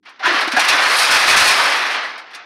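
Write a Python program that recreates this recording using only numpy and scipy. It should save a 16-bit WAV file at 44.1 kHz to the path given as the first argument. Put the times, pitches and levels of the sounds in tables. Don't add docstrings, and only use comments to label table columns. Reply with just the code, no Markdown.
import sys
import numpy as np
from scipy import signal
from scipy.fft import rfft, irfft
from scipy.io import wavfile
from scipy.ndimage import uniform_filter1d

SR = 44100
rng = np.random.default_rng(int(sys.argv[2]) if len(sys.argv) > 2 else 0)


def gain_from_decibels(decibels):
    exponent = np.asarray(decibels, float) / 20
    return 10 ** exponent


def output_pcm(signal):
    pcm = np.clip(np.atleast_2d(signal).T, -1, 1) * 32767
    wavfile.write(sys.argv[1], SR, np.round(pcm).astype(np.int16))


N = 108045

# time_s, level_db
DRAG = [(0.03, -72), (0.06, -42.5), (0.09, -44), (0.18, -54), (0.2, -46), (0.26, -14), (0.34, -22),
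        (0.35, -17), (0.5, -26.5), (0.55, -23.5), (0.57, -21.5), (0.6, -17.5), (0.74, -15), (0.97, -18),
        (1.31, -15), (1.7, -15.5), (1.92, -21), (1.94, -21), (2.18, -37), (2.19, -39), (2.27, -44.5),
        (2.33, -40.5), (2.34, -34.5), (2.45, -45.5)]
# time_s, level_db
RASP = [(.24, -46), (.42, -45), (.47, -55), (.61, -37.5), (0.73, -35), (0.836, -34), (0.956, -29),
        (0.968, -24.5), (1.016, -26.5), (1.032, -24.5), (1.084, -31), (1.112, -25.5), (1.12, -26),
        (1.258, -31), (1.294, -23), (1.358, -32.5), (1.37, -23), (1.47, -26.5), (1.478, -24.5),
        (1.554, -30.5), (1.908, -44), (1.92, -40.5), (2.012, -58), (2.036, -51), (2.16, -71)]
# start_s, treble_level_db, body_level_db (before KNOCK_BODY_DB), decay_to_1/e_s
KNOCKS = [(0.028, -82, -47, 0.021), (0.052, -69, -35.5, .025), (0.092, -52.5, -34, 0.0043),
          (0.193, -62, -21, 0.016), (0.231, -56, -12, .016), (0.254, -36.5, -14.5, 0.019),
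          (.339, -40, -8, 0.017), (.406, -32, -7.5, .011), (0.474, -33, -11, 0.0069),
          (0.517, -30, -7.5, 0.0079), (0.564, -28, -4, 0.011), (.593, -22, -9, .014),
          (.683, -19, -14.5, 0.015), (1.363, -20, -25, .008), (2.177, -48, -21.5, 0.013),
          (2.306, -62, -30, 0.016), (2.334, -50, -26, 0.0069), (2.347, -36, -24, 0.0052)]
KNOCK_BODY_DB = -9
# frequency_hz, level_db_per_hz
BODY_COLOUR = [(29, -95), (50, -60), (101, -27), (151, -41), (201, -19), (299, -14), (444, -12), (794, -3),
               (1340, 0.5), (1940, 0.5), (2800, -4.5), (3780, -9), (5000, -13), (6000, -20), (7000, -33),
               (9360, -47.5), (15800, -100)]
# frequency_hz, level_db_per_hz
EDGE_COLOUR = [(1470, -44.5), (2500, 5.5), (2890, -5.5), (4540, -1.5), (5210, -2), (7470, -14),
               (8780, -9.5), (10200, -10), (12700, -16.5), (15600, -19.5)]
# frequency_hz, time_to_fall_60_db_s
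RING = [(200, 0.65), (1000, 0.28), (3000, 0.098), (7000, 0.1), (15000, 0.017)]
# start_s, length_s (before the fade), level_db, first_pitch_hz, last_pitch_hz
YELPS = [(0.203, 0.014, -34, 790, 760), (0.225, 0.032, -21, 1347, 1470), (0.256, 0.015, -16, 1616, 1754),
         (0.26, 0.016, -20, 996, 1025), (.28, .035, -18.5, 1760, 1865), (.345, 0.012, -18, 1480, 1530),
         (0.565, 0.0055, -12.5, 1672, 1630), (0.567, 0.0111, -16, 778, 743),
         (.582, 0.0093, -15.5, 840, 833)]
# start_s, level_db (before rise and decay), pitch_hz, time_to_fall_60_db_s
THUDS = [(0.194, -42.5, 430, 0.07), (0.24, -30, 304, 0.077), (0.274, -14.5, 353, 0.064),
         (0.291, -24, 344, 0.082), (0.312, -16.5, 347, 0.075), (0.34, -18, 296, 0.054),
         (0.473, -14, 320, 0.052), (0.533, -14, 252, 0.064), (0.569, -19.5, 293, 0.081)]
# start_s, length_s (before the fade), level_db, centre_hz, half_width_hz
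HISS = (.958, 0.0739, -27.5, 10000, 1500)
# frequency_hz, level_db_per_hz
BED_COLOUR = [(29, -96), (50, -63), (296, -8.5), (676, -19), (736, -2), (873, -9), (1500, -10.5),
              (1950, -47), (3300, -120)]
# frequency_hz, level_db_per_hz
YARD_COLOUR = [(35, -44), (60, -1), (124, 5), (312, 6), (486, -21), (623, -50), (800, -40), (1040, -49),
               (1760, -120)]

GRIT_PER_S = 3000
GRIT_SPREAD_DB, CLUMP_DB = 3.5, 1.24
SPOT_COLOUR_DB = 1.6
SPOT_STAY_S = 0.02
YELP_WIDTH_HZ, YELP_ROUGH = 300, 0.53
THUD_RISE_S = 0.0024
BED_DB, BED_T60_S = -27.5, 2
YARD_DB = -64.5
LOW_CUT_HZ, LOW_LEAK_DB, SOFT_TOP_HZ = 171, -12.5, 10200
CLIP, KNEE = 0.51, 24.0


def evened(x):
    return x / np.sqrt(np.mean(x ** 2) + 1e-20)


def read(points, hz):
    table_hz, value = np.transpose(points)
    return np.interp(np.log(hz + 1), np.log(table_hz + 1), value)


def add(mix, start, sound):
    part = mix[round(start * SR):][:len(sound)]
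    part += sound[:len(part)]


def pile(count=28, neighbours=7):
    body_force, edge_force = drives()
    position = np.arange(N) / SR / SPOT_STAY_S + rng.uniform(0, neighbours, N)
    here = position.astype(int) % count
    touched = here == np.arange(count)[:, None]
    rings = spots(count)
    body = signal.fftconvolve(body_force * touched, rings, axes=1).sum(0)
    edge = signal.fftconvolve(edge_force * touched, rings, axes=1).sum(0)
    body = signal.fftconvolve(body, colour_filter(BODY_COLOUR, 500, 3000))
    edge = signal.fftconvolve(edge, colour_filter(EDGE_COLOUR, 7000, 15000))
    return (body + edge)[:N] + bed(body_force)


def drives():
    t = np.arange(N) / SR
    body = grit() * gain_from_decibels(np.interp(t, *np.transpose(DRAG), left=-120, right=-120))
    edge = grit() * gain_from_decibels(np.interp(t, *np.transpose(RASP), left=-120, right=-120))
    chatter_t = np.arange(3000) / SR
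    for start, treble_db, body_db, decay in KNOCKS:
        shape = np.exp(-chatter_t / max(decay, 0.001))
        edge_noise, body_noise = rng.standard_normal((2, 3000))
        add(edge, start, gain_from_decibels(treble_db) * shape * edge_noise)
        add(body, start, gain_from_decibels(body_db + KNOCK_BODY_DB) * shape * body_noise)
    return body, edge


def grit():
    size = gain_from_decibels(GRIT_SPREAD_DB * np.minimum(rng.exponential(1, N), 5))
    sign = rng.choice([-1.0, 1.0], N)
    happens = rng.random(N) < GRIT_PER_S / SR
    clumps = evened(uniform_filter1d(uniform_filter1d(rng.standard_normal(N), 700), 300))
    return evened(size * sign * happens * gain_from_decibels(CLUMP_DB * clumps))


def spots(count):
    noise = rng.standard_normal((count, SR // 4))
    hz, t, bands = signal.stft(noise, SR, nperseg=256)
    t60 = np.maximum(read(RING, hz), 0.01)[:, None]
    humps = evened(uniform_filter1d(rng.standard_normal((count, len(hz), 1)), size=2, axis=1))
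    shaped = bands * gain_from_decibels(SPOT_COLOUR_DB * humps - 60 * t / t60) / np.sqrt(t60)
    rings = signal.istft(shaped, SR, nperseg=256)[1]
    return rings / np.linalg.norm(rings, axis=1, keepdims=True)


def colour_filter(points, low_hz, high_hz):
    hz = abs(np.fft.fftfreq(8192, 1 / SR))
    gain = gain_from_decibels(np.maximum(read(points, hz), -100))
    in_band = (hz > low_hz) * (hz < high_hz)
    gain /= np.sqrt(np.mean(gain ** 2 * in_band))
    spectrum = np.exp(np.conj(signal.hilbert(np.log(gain))))
    return np.fft.ifft(spectrum).real[:4096]


def yelp(start, length, db, first_hz, last_hz):
    t = np.arange(0, length + 0.013, 1 / SR)
    pitch = first_hz + (last_hz - first_hz) * np.minimum(t / length, 1)
    phase = 2 * np.pi * np.cumsum(pitch) / SR
    pole = np.exp(-np.pi * YELP_WIDTH_HZ / SR)
    noise = rng.standard_normal((2, 8000))
    a, b = signal.lfilter([1], [1, -2 * pole, pole * pole], noise)[:, -len(t):]
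    wobble = 1 + YELP_ROUGH * (evened(a) + 1j * evened(b))
    rise = np.minimum(t / (0.17 * length), 1)
    fade = np.exp(-np.maximum(t - length, 0) / 0.012)
    return start, gain_from_decibels(db) * rise * fade * (wobble * np.exp(1j * phase)).real


def thud(start, db, hz, t60):
    t = np.arange(0, 0.25, 1 / SR)
    rise = (1 - np.exp(-t / THUD_RISE_S)) ** 2
    return start, gain_from_decibels(db - 60 * t / t60) * rise * np.sin(2 * np.pi * hz * t)


def hiss(start, length, db, hz, half_hz):
    t = np.arange(0, length + 0.05, 1 / SR)
    band_pass = signal.butter(2, [hz - half_hz, hz + half_hz], "band", fs=SR, output="sos")
    band = signal.sosfilt(band_pass, rng.standard_normal(len(t)))
    rise = np.minimum(t / 0.008, 1)
    fade = np.exp(-np.maximum(t - length, 0) / 0.0099)
    return start, gain_from_decibels(db) * evened(band) * rise * fade


def bed(force):
    t = np.arange(SR) / SR
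    dying = rng.standard_normal(SR) * gain_from_decibels(-60 * t / BED_T60_S)
    ring = signal.fftconvolve(dying, colour_filter(BED_COLOUR, 50, 1500))
    return gain_from_decibels(BED_DB) * signal.fftconvolve(force, ring / np.linalg.norm(ring))[:N]


def yard():
    hz = np.fft.rfftfreq(N, 1 / SR)
    spectrum = rfft(rng.standard_normal(N)) * gain_from_decibels(read(YARD_COLOUR, hz))
    return gain_from_decibels(YARD_DB) * evened(irfft(spectrum, N))


def scene():
    mix = pile() + yard()
    for row in YELPS:
        add(mix, *yelp(*row))
    for row in THUDS:
        add(mix, *thud(*row))
    add(mix, *hiss(*HISS))
    return np.array([mix, mix])


def roll_off(x):
    return signal.sosfilt(signal.butter(12, 15740, fs=SR, output="sos"), x)


def record(dry):
    low_cut = signal.butter(4, LOW_CUT_HZ, "high", fs=SR, output="sos")
    cut = signal.sosfilt(low_cut, dry) + gain_from_decibels(LOW_LEAK_DB) * dry
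    bent = cut / (1 + abs(cut / CLIP) ** KNEE) ** (1 / KNEE)
    soft_top = signal.butter(2, SOFT_TOP_HZ, fs=SR, output="sos")
    finished = signal.sosfilt(soft_top, bent)
    return roll_off(finished)


dry = scene()
out = record(dry)
output_pcm(out)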